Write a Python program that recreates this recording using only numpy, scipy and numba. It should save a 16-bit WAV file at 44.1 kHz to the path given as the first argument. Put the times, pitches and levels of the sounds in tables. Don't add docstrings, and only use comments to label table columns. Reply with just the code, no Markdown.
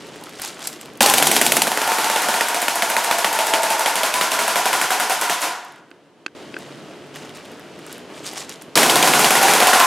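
import sys
import numpy as np
from scipy import signal
from scipy.fft import rfft, irfft
from scipy.io import wavfile
from scipy.ndimage import uniform_filter1d
from numba import njit

SR = 44100
rng = np.random.default_rng(int(sys.argv[2]) if len(sys.argv) > 2 else 0)


def how_loud(loudness_db):
    steps = np.asarray(loudness_db, float) / 20
    return 10 ** steps


def materialize(psi):
    bounded = np.clip(np.atleast_2d(psi).T, -1, 1)
    quanta = np.round(bounded * 32767).astype(np.int16)
    wavfile.write(sys.argv[1], SR, quanta)


N = 434826

# hz, level_db_per_hz
HUM_SPECTRUM = [(15, -53.5), (25, -42.5), (97, -12.5), (185, -2.5), (242, -4), (270, 0), (503, -2.5),
                (641, -3.5), (796, -9.5), (911, -10), (2500, -18), (3000, -15.5), (3500, -21), (9840, -34),
                (16000, -50)]
# start_s, level_db
HUM_LEVEL = [
    (0, -38.5),
    (1.006, -48.5),
    (6.349, -36.5),
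    (8.45, -39.5),
    (8.755, -50),
]
# centre_hz, width_hz, level_db
ROOM_MODES = [(146, 11, 2), (236, 11, -1), (303, 14, -3), (354, 11, -1), (425, 11, 1)]
# hz, t60_s
ROOM_T60 = [(100, 0.3), (700, 0.95), (2400, 0.58), (4000, 0.57), (7700, 0.36), (12000, 0.1)]
# hz, side_re_mid_db
STEREO_WIDTH = [(25, 0), (70, -6), (130, -15), (250, -21.5), (600, -23.5), (1290, -20), (2380, -20),
                (4400, -11.5), (8120, -11.5), (15000, -16)]
# centre_s, level_db, spread_s
DRAUGHTS = [
    (1.15, -53, .3),
    (1.7, -64, .4),
    (8.9, -50, .15),
]
# start_s, peak_db, low_mode_db, left_re_right_db, mid_mode_db, landing_s
KNOCKS = [
    (5.913, -26, -9, -5, -1, .0007),
    (6.2628, -8.5, -12, -3, -16, .0002),
    (6.2794, -31, -1, 3, -6, .001),
    (6.5405, -11, -12, 4, -1, .0015),
    (6.5655, -16, 0, 2, -3, .0008),
]
# hz, t60_s
CASE_MODES = [(1550, .016), (2600, .011), (2100, .008), (3150, .01), (4800, .012), (330, .03)]
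# start_s, length_s, level_db, pitch_hz
SCRAPES = [(.14, .16, -42, 900), (.255, .05, -43, 1300), (.39, .13, -41, 850), (.55, .14, -42, 900),
           (.55, .03, -44, 1450), (.58, .15, -41, 600), (.865, .03, -43, 950), (8.16, .06, -43, 650),
           (8.27, .15, -42, 750), (7.55, .15, -49, 1500), (8.09, .06, -46, 1700), (8.09, .07, -46, 1100)]
# peak_s, peak_db, rise_20db_s, fall_20db_s
GRIPS = [(.001, -49, .01, .4), (.39, -47, .45, .1), (.418, -31, .025, .1), (.452, -35, .03, .04),
         (.49, -37, .05, .08), (.623, -38, .03, .04), (.655, -33, .06, .03), (.675, -22, .008, .012),
         (.692, -35, .01, .02), (.73, -39, .03, .06), (.81, -45, .018, .12), (6.36, -54, .005, .6),
         (6.6, -54, .03, .55), (7.15, -40.5, .016, .21), (7.35, -43, .011, .08), (7.45, -54, .03, .3),
         (7.93, -42, .15, .09), (8.18, -42, .07, .05), (8.27, -28.5, .045, .08), (8.38, -29, .045, .04),
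         (8.415, -33, .03, .05), (8.525, -42, .03, .05), (8.495, -35, .01, .04), (8.62, -40, .013, .016)]
# start_s, end_s, level_db
RESTING = [
    (0, 1, -62),
    (5.62, 5.8, -64),
    (6.35, 8.745, -65),
]
# start_s, peak_db, pitch_hz, fizz_db
TICKS = [(0.0682, -29.5, 2900, -13), (0.159, -24, 1900, -18), (0.2114, -35, 2990, -9.5),
         (0.2384, -28, 3980, -6), (0.2648, -29.5, 3330, -18), (0.2937, -32, 2220, -6),
         (0.3356, -32, 2160, -14), (0.3975, -13, 1520, -18), (0.4184, -21, 2880, 2),
         (0.4489, -15, 7060, -12), (0.4748, -22, 2880, -9), (0.5821, -36.5, 3970, -16),
         (0.5931, -27.5, 2960, -7.5), (0.6205, -22, 3550, -14.5), (0.6414, -22, 3600, -9.5),
         (0.6724, -13.5, 7560, -5), (0.7312, -23.5, 3030, -12), (0.8126, -24.5, 2870, -6),
         (0.8579, -24.5, 2880, -17.5), (0.9353, -37, 1800, -9.5), (0.9547, -34, 3100, -14),
         (0.9737, -50.5, 8000, 14.5)]
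# start_s, peak_db, pitch_hz, fizz_db
LATE_TICKS = [(6.5878, -31, 1570, -7), (7.0692, -39, 3340, -16), (7.1453, -38, 1830, -15),
              (7.159, -21, 2010, -16), (7.2513, -35, 1730, -21), (7.2942, -28, 3350, -18),
              (7.3488, -37, 1730, -13), (7.3715, -26, 2650, -13), (7.4534, -33, 2940, -13),
              (7.5174, -31, 1600, -15), (7.596, -28, 1610, -16), (7.7911, -35, 2130, -9),
              (7.8654, -29, 1530, -8), (7.9116, -39, 1580, -9), (7.9273, -31, 2610, 0),
              (7.9807, -32, 1590, -7), (8.1652, -33, 1860, -15), (8.2411, -31, 2860, -12),
              (8.265, -18.5, 3500, -13.5), (8.334, -28, 2100, -9), (8.4082, -30, 2310, -11),
              (8.4944, -18, 6610, -15), (8.558, -30, 3630, -21), (8.6215, -33, 1850, -3)]
# start_s, peak_db, pitch_hz, fizz_db
SETTLE_TICKS = [
    (5.648, -46, 9000, 6),
    (5.685, -58, 9000, 5),
    (5.722, -53, 7000, 5),
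    (5.76, -56, 7000, 3),
    (5.906, -58, 9000, 5),
]
# start_s, snap_db, pitch_hz
BOUNCES = [(1.0062, -4, 7800), (1.0103, 0, 1950), (1.04, -8, 3000), (1.2, -9, 2000), (1.676, -8, 3000),
           (2.626, -10, 2200), (8.819, -6, 2500), (8.863, -8, 3000), (9.053, -11, 1660), (9.4142, -4, 1690),
           (9.434, -6, 2500), (9.551, -7, 1800), (9.6236, -1, 1870), (9.757, -5, 1600)]
# start_s, snap_db, pitch_hz
HELD = [(1.0068, 4.5, 2860), (1.0284, 2.5, 3650), (1.0605, 3.5, 2790), (1.0982, -1, 3300), (1.138, 2, 2340),
        (1.1819, 1, 2960), (1.225, 3.5, 2030), (1.2699, 2, 3200), (1.3144, 0, 2360), (1.3644, 4.5, 3170),
        (1.414, 3.5, 1970), (1.4642, 2.5, 3160), (1.52, 2.5, 2100), (1.568, 2, 2080), (1.6192, 3, 3180)]
HELD_DOWN, HELD_UP = HELD[::2], HELD[1::2]
# start_s, snap_db, pitch_hz
GLIDE = [(1.6702, -7, 1500), (1.7168, -4.5, 1960), (1.7737, -4.5, 1950), (1.816, -5, 1750),
         (1.8758, -7, 1520), (1.9182, -6, 1540), (1.9846, -5, 1780), (2.0433, -7, 2840), (2.0993, -4, 1960),
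         (2.1605, -4, 2300), (2.219, -13, 1710), (2.286, -2.5, 1970), (2.3406, -7.5, 2200)]
# start_s, snap_db, pitch_hz
DOWN = [(2.4087, 1.5, 1900), (2.5447, -8.5, 1910), (2.6819, -1, 2180), (2.822, .6, 1900),
        (2.9661, -1.5, 2000), (3.111, .6, 1760), (3.2449, 3, 2080), (3.3887, -3, 1840), (3.5369, 2.5, 2050),
        (3.7027, -6, 2060), (3.8595, 0, 1990), (4.0325, -2, 2180), (4.211, 2, 1780), (4.39, -6, 1640),
        (4.5574, -1, 2040), (4.7294, -4, 2040), (4.905, -3.5, 1560), (5.0958, -16, 1510),
        (5.2967, -3, 1550)]
# start_s, snap_db, pitch_hz
UP = [(2.484, -13, 1750), (2.6178, -12.5, 1670), (2.7561, -20, 1960), (2.9007, -7, 1800),
      (3.0441, -12, 1910), (3.185, -11.5, 1530), (3.328, -7, 1530), (3.4683, -12, 2210), (3.6323, -7, 2080),
      (3.794, -15, 1500), (3.9556, -5, 1540), (4.14, -5, 2600), (4.3175, -3, 2600), (4.479, -6, 1480),
      (4.656, -2, 1500), (4.8137, -4.5, 1540), (4.999, -6, 1470), (5.2123, -12.5, 1500),
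      (5.4165, -15.5, 2010)]
# start_s, snap_db, pitch_hz
DOWN_2 = [(8.7552, 3, 4500), (8.8972, 4.5, 3170), (9.0267, 6.5, 2310), (9.136, .6, 2310),
          (9.2442, 2.5, 2800), (9.3529, 4, 1880), (9.4827, 3, 1910), (9.6024, 4, 1940), (9.7321, 8, 1710)]
# start_s, snap_db, pitch_hz
UP_2 = [(8.7750, 6, 2400), (8.831, 3, 1960), (8.9564, -.6, 3670), (9.0738, 2, 1550), (9.1929, .6, 1500),
        (9.306, 3, 1510), (9.428, -11, 1770), (9.5355, 2, 2320), (9.6702, 1.5, 2600), (9.8009, 3.5, 2283)]
# strokes, slap_db, fizz_db, room_send_db, lead_crackle_db
STROKES = [
    (HELD_DOWN, -9, -5.5, 0, -23),
    (HELD_UP, -12, -6, -.5, -9.5),
    (GLIDE, -8, -17.5, -1.5, -24),
    (DOWN, -13, -16.5, -3.5, -27),
    (UP, -13, -15.5, -4.5, -22),
    (DOWN_2, -14, -12, -1.5, -19),
    (UP_2, -13, -9.5, -1.5, -16),
    (BOUNCES, -3, -19, -6, -40),
]
# time_s, level_db, nearness_0_to_1
FLIGHTS = [
    [(1.08, -18.5, .62), (1.32, -30, .96), (1.6, -27.5, .8), (1.9, -20, .25), (2.5, -20, .28),
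     (3.2, -18.5, .2), (4, -18, .18), (4.8, -17, .18), (5.45, -19.5, .1)],
    [(8.8, -21, .85), (9.0, -16.5, .66), (9.25, -16, .68), (9.38, -15.5, .56), (9.46, -15, .72),
     (9.53, -14, .55), (9.6, -13, .5), (9.86, -12.5, .2)],
]
# hz, level_db_per_hz
FILM_COLOUR = [(35, -86), (60, -52), (98, -50.5), (133, -16.5), (250, -9.5), (354, -7.5), (520, -4),
               (651, -3), (822, 1.5), (903, 1), (1280, -4.5), (1470, -3.5), (4220, -14.5), (10800, -18.5),
               (12700, -23), (16000, -35.5)]
# time_s, low_hz, up_hz, low_db, up_db, third_db
SHELL = [
    [(1.1, 820, 1000, 1, 4, 2), (1.5, 687, 920, -2, -2, 0), (1.9, 740, 905, 1, 7, 4),
     (2.25, 725, 910, 2, 5, 3), (2.6, 714, 940, 5, 1, 0), (3.0, 695, 915, 7, 4, 0),
     (3.4, 665, 900, 7, 9, 2), (3.9, 653, 907, 7, 8, 0), (4.1, 640, 1000, 1, 2, 2),
     (4.4, 650, 990, 2, 0, 3), (4.75, 760, 980, 1, 4, 5), (5.1, 740, 960, 1, 2, 3),
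     (5.4, 700, 987, 2, 5, 3)],
    [(8.8, 683, 1020, 0, 5, 0), (9.05, 720, 1020, 0, 2, 2), (9.3, 750, 1020, -3, -3, 3),
     (9.42, 780, 900, 2, 1, 1), (9.5, 800, 950, 4, 2, 3), (9.57, 760, 1000, 0, 2, 1),
     (9.635, 735, 1010, 10, 2, 3), (9.7, 720, 1030, 3, 6, 5), (9.765, 740, 1020, 9, 2, 4),
     (9.82, 720, 1040, 2, 6, 6), (9.86, 720, 1040, 2, 3, 4)],
]
SHELL_WIDTHS = (44, 50, 80)
# pitch_hz, level_db
THIRD_RING = (1422, -3.6)

GAIN_OVERSHOOT_DB, GAIN_SETTLE_S = 2.2, .25
SCRAPE_WIDTH_SHARE, STUTTER_DB = .25, 4
DULL_EVEN_DB, DULL_SLOPE = -36, .45
SLAP_SHARE, SLAP_BASE_HZ = .17, 260
THUD_HZ, THUD_DB, THUD_S = 260, -14, .012
LEAD_S, SNAP_RISE_S = .011, .0002
TAIL_DB, TAIL_S, TAIL_LAG_S = -14, .015, .003
ECHO_BUILD_S, STRUCK_DB = .005, -9
TREBLE_FAR_DB, TREBLE_NEAR_GAIN_DB = 8, 15
AIR_FAR_DB, AIR_NEAR_GAIN_DB = -12, 35
LOW_RING_DB, UP_RING_DB = 2, 0
ROCK_RATE_HZ, ROCK_SWELL_DB, ROCK_PITCH_SHARE = 16, 2.1, .011
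SIDE_NEAR_DB = -6


def unit(x):
    return x / np.sqrt(np.mean(x ** 2))


def on_log(hz, table):
    f, v = np.transpose(table)
    return np.interp(np.log(np.maximum(hz, 1)), np.log(f), v)


def colour(x, table):
    gain = how_loud(on_log(np.fft.rfftfreq(4096, 1 / SR), table))
    cepstrum = irfft(np.log(gain))
    cepstrum[1:2048] *= 2
    cepstrum[2049:] = 0
    response = irfft(np.exp(rfft(cepstrum)))[:2048]
    return signal.fftconvolve(x, response)[:len(x)]


def band(x, lo_hz, hi_hz):
    sos = signal.butter(2, [lo_hz, min(hi_hz, .45 * SR)], "band", fs=SR, output="sos")
    return signal.sosfilt(sos, x)


def curves(tables):
    t = np.arange(N) / SR
    on = sum((t >= c[0][0]) & (t <= c[-1][0] + .02) for c in tables)
    s, *cols = np.transpose(np.vstack(tables))
    return on, [np.interp(t, s, c) for c in cols]


def add(out, s, x):
    i = int(s * SR)
    out[i:i + len(x)] += x[:N - i]


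@njit
def ring(x, hz, width):
    y, b, l = np.empty(len(x)), 0., 0.
    for i in range(len(x)):
        g, k = np.tan(np.pi * hz[i] / SR), width / hz[i]
        v = (b + g * (x[i] - l)) / (1 + g * (g + k))
        b, l, y[i] = 2 * v - b, l + 2 * g * v, k * v
    return y


def standing(x):
    return x + sum(how_loud(db) * ring(x, np.full(N, 1. * hz), 1. * width) for hz, width, db in ROOM_MODES)


def hum():
    waver = unit(uniform_filter1d(rng.standard_normal(N), 3000))
    t, (s, db) = np.arange(N) / SR, np.transpose(HUM_LEVEL)
    step = np.searchsorted(s, t, "right") - 1
    gain_db = db[step] + GAIN_OVERSHOOT_DB * np.exp(-(t - s[step]) / GAIN_SETTLE_S)
    noise = colour(rng.standard_normal(N), HUM_SPECTRUM)
    return unit(standing(noise)) * how_loud(gain_db + .8 * waver)


def room(x):
    out, noise = np.zeros((2, N)), rng.standard_normal((2, N))
    late = np.exp(-1 / (ECHO_BUILD_S * SR))
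    gathered = signal.lfilter([1 - late], [1, -late], x ** 2 + 1e-18)
    for f in 60 * 2. ** np.arange(9):
        keep = np.exp(-2 * np.log(1000) / (on_log(f, ROOM_T60) * SR))
        energy = signal.lfilter([1 - keep], [1, -keep], gathered)
        out += np.sqrt(energy) * band(np.roll(noise, int(20 * f), axis=1), f, 2 * f)
    return out


def draught():
    t = np.arange(N) / SR
    flapping = t % 7.75 > 1.006
    puffs = sum(how_loud(db) * np.exp(-((t - s) / spread) ** 2) * flapping for s, db, spread in DRAUGHTS)
    return unit(band(rng.standard_normal(N), 30, 100)) * puffs


def knocks():
    out, t = np.zeros((2, N)), np.arange(2000) / SR
    for s, db, low_db, pan_db, mid_db, land_s in KNOCKS:
        mode_db = (low_db + 3.5, -3, mid_db, -14, -12, -17 + 8 * (land_s > .0005))
        modes = sum(how_loud(d) * np.sin(2 * np.pi * f * t) * np.exp(-np.log(1000) * t / t60)
                    for (f, t60), d in zip(CASE_MODES, mode_db))
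        rub = unit(band(rng.standard_normal(len(t)), 500, 6000)) * np.exp(-t / 0.0019)
        landing = (1 - np.exp(-t / land_s)) ** 2
        tap = band((modes + 0.3 * rub) * landing, 200, 5000 * (.001 / land_s) ** .3)
        add(out[0], s, how_loud(db + 4 + pan_db / 2) * tap)
        add(out[1], s, how_loud(db + 4.5 - pan_db / 2) * tap)
    return out


def crinkle(size, rate, spread_db):
    where, big, sign = rng.random(size), rng.exponential(1, size), rng.standard_normal(size)
    clicks = (where < rate / SR) * how_loud(spread_db * np.minimum(big, 3))
    fizz = signal.lfilter([1], [1, -np.exp(-1 / (0.00059 * SR))], clicks)
    return unit((fizz + 0.3) * sign)


def scrapes():
    out, t = np.zeros(N), np.arange(int(.25 * SR)) / SR
    for s, length, db, hz in SCRAPES:
        slips = crinkle(len(t), rate=120, spread_db=STUTTER_DB)
        rasp = ring(slips, np.full(len(t), 1. * hz), SCRAPE_WIDTH_SHARE * hz)
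        swell = np.sqrt(np.sin(np.pi * np.minimum(t / length, 1)).clip(0))
        add(out, s, how_loud(db) * unit(rasp) * swell)
    return out


def snap(hz, fizz_db, ring_s, crack_s, rustle):
    t = np.arange(2500) / SR
    a, b = rng.standard_normal((2, len(t)))
    click = np.sin(2 * np.pi * hz * t) * np.exp(-t / .0006)
    rough = 0.67 * unit(band(a, hz / 1.9, hz * 1.8)) * np.exp(-t / ring_s)
    crack = unit(band(b, 6700, 12900)) * (np.exp(-t / crack_s) + rustle * np.exp(-t / 0.019))
    return 1.8 * click + rough + 0.79 * how_loud(fizz_db) * crack


def hands():
    t = np.arange(0, N, 32) / SR
    touch = sum(how_loud(db) * ((t >= a) & (t < b)) for a, b, db in RESTING)
    for s, db, rise, fall in GRIPS:
        touch = touch + how_loud(db - 20 * np.maximum((s - t) / rise, (t - s) / fall))
    touch = np.interp(np.arange(N) / SR, t, touch)
    bright = unit(band(crinkle(N, rate=900, spread_db=1.5), 3500, 8700))
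    dull = unit(band(crinkle(N, rate=1200, spread_db=1), 600, 3600))
    dull_touch = touch ** (1 - DULL_SLOPE) * how_loud(DULL_SLOPE * DULL_EVEN_DB) * (touch > 1e-4)
    out = touch * bright + dull_touch * dull
    for s, db, hz, fizz_db in list(TICKS) + list(SETTLE_TICKS) + list(LATE_TICKS):
        add(out, s, how_loud(db - 4) * snap(hz, fizz_db + 13.5, ring_s=.0015, crack_s=.0011, rustle=.05))
    return out


def rock():
    slow = uniform_filter1d(rng.standard_normal(N), int(SR / ROCK_RATE_HZ))
    return unit(uniform_filter1d(slow, int(SR / ROCK_RATE_HZ / 2)))


def flight(x, struck=0):
    on, (body_db, nearness) = curves(FLIGHTS)
    treble_db = TREBLE_FAR_DB + TREBLE_NEAR_GAIN_DB * nearness ** 4
    air_db = AIR_FAR_DB + AIR_NEAR_GAIN_DB * nearness
    x, struck = colour(x, FILM_COLOUR), colour(x + struck, FILM_COLOUR)
    _, (low_hz, up_hz, low_db, up_db, third_db) = curves(SHELL)
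    third_hz = np.full(N, 1. * THIRD_RING[0])
    levels_db = (low_db + LOW_RING_DB, up_db + UP_RING_DB, third_db - 2 + THIRD_RING[1])
    shell = 0
    for hz, db, width in zip((low_hz, up_hz, third_hz), levels_db, SHELL_WIDTHS):
        swell = how_loud(db + ROCK_SWELL_DB * rock())
        shell = shell + swell * ring(struck, hz * (1 + ROCK_PITCH_SHARE * rock()), 1. * width)
    x = unit(standing(x + shell)) * np.sqrt(np.mean(on))
    air = signal.lfilter(*signal.butter(1, 300, fs=SR), x)
    treble = signal.lfilter(*signal.butter(1, 3000, "high", fs=SR), x)
    return how_loud(body_db) * (x + air * (how_loud(air_db) - 1) + treble * (how_loud(treble_db) - 1))


def wings():
    near, feed = 1e-9 * rng.standard_normal((2, N))
    tense, thuds = np.zeros((2, N))
    beats = np.array(sorted((*row, *kind) for rows, *kind in STROKES for row in rows))
    gaps = np.clip(np.gradient(beats[:, 0]), .03, .11)
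    befores = np.diff(beats[:, 0], prepend=0)
    t = np.arange(4000) / SR
    ts = t[:2500]
    for beat, gap, before in zip(beats, gaps, befores):
        s, db, hz, slap_db, fizz_db, send_db, lead_db = beat
        ragged = unit(ring(crinkle(2500, rate=600, spread_db=4), np.full(2500, 1.15 * hz), .8 * hz))
        tail = ragged * np.exp(-ts / TAIL_S) * (1 - np.exp(-ts / TAIL_LAG_S))
        crack = snap(hz, fizz_db - db + 6, ring_s=.0023, crack_s=.002, rustle=.25) + how_loud(TAIL_DB) * tail
        add(near, s, how_loud(db - 1.3) * crack * (1 - np.exp(-ts / SNAP_RISE_S)))
        slap_hz = (SLAP_BASE_HZ + SLAP_SHARE * hz) * (1 + 0.1 * rng.standard_normal())
        slap = np.sin(2 * np.pi * slap_hz * t) * np.exp(-t / 0.002)
        add(near, s + 0.0011, how_loud(db + slap_db + 5.5) * slap)
        thud_hz = THUD_HZ * (1 + .15 * rng.standard_normal())
        thud = np.sin(2 * np.pi * thud_hz * t) * np.exp(-t / THUD_S)
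        add(thuds, s, how_loud(db + slap_db + THUD_DB) * thud)
        swell = 1.04 * np.exp(-t / 0.017) * (1 - np.exp(-t / .004))
        shake = crinkle(len(t), rate=900, spread_db=2.5) * (.7 * np.exp(-t / 0.0015) + swell)
        add(feed, s, how_loud(send_db) * np.sqrt(gap * 1.5) * unit(shake) / 1.5)
        lead = (1 - np.exp(-t / .002)) * np.exp(-t / LEAD_S) * (t < before)
        add(tense, s - t[-1], how_loud(lead_db) * lead[::-1] * (before < .3))
    near += tense * unit(band(crinkle(N, rate=700, spread_db=3.5), 2500, 15000))
    direct = band(band(near, 130, 19000), 280, 15000)
    return direct + band(band(thuds, 170, 450), 150, 900), feed


def scene():
    near, feed = wings()
    echoes, fingers = room(feed), hands() + scrapes()
    t = np.arange(SR // 4) / SR
    faint = [how_loud(-41.5) * signal.fftconvolve(fingers, n * np.exp(-t / 0.048))[:N]
             for n in rng.standard_normal((2, len(t)))]
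    bird = near + flight(how_loud(-7.5) * band(feed, 150, 16000) + echoes[0], how_loud(STRUCK_DB) * feed)
    mid = bird + draught() + fingers + faint[0] + hum()
    apart = how_loud(SIDE_NEAR_DB * curves(FLIGHTS)[1][1])
    bird_side = apart * (flight(echoes[1]) + .5 * np.roll(near, 40))
    hand_side = faint[1] + .5 * np.roll(fingers, 40)
    side = colour(bird_side + hand_side + how_loud(6) * hum(), STEREO_WIDTH)
    return np.array([mid + side, mid - side]) + knocks()


def roll_off(x):
    return signal.sosfilt(signal.butter(12, 15850, fs=SR, output="sos"), x)


def record(dry):
    top = signal.ellip(8, .2, 70, 16000, fs=SR, output="sos")
    soft = dry * .685
    bent = np.tanh(dry / 1.344) * 0.92 - soft
    rounding = signal.lfilter(*signal.butter(2, 48, "high", fs=SR), bent)
    mix = signal.sosfilt(top, soft + rounding)
    return roll_off(mix)


dry = scene()
out = record(dry)
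materialize(out)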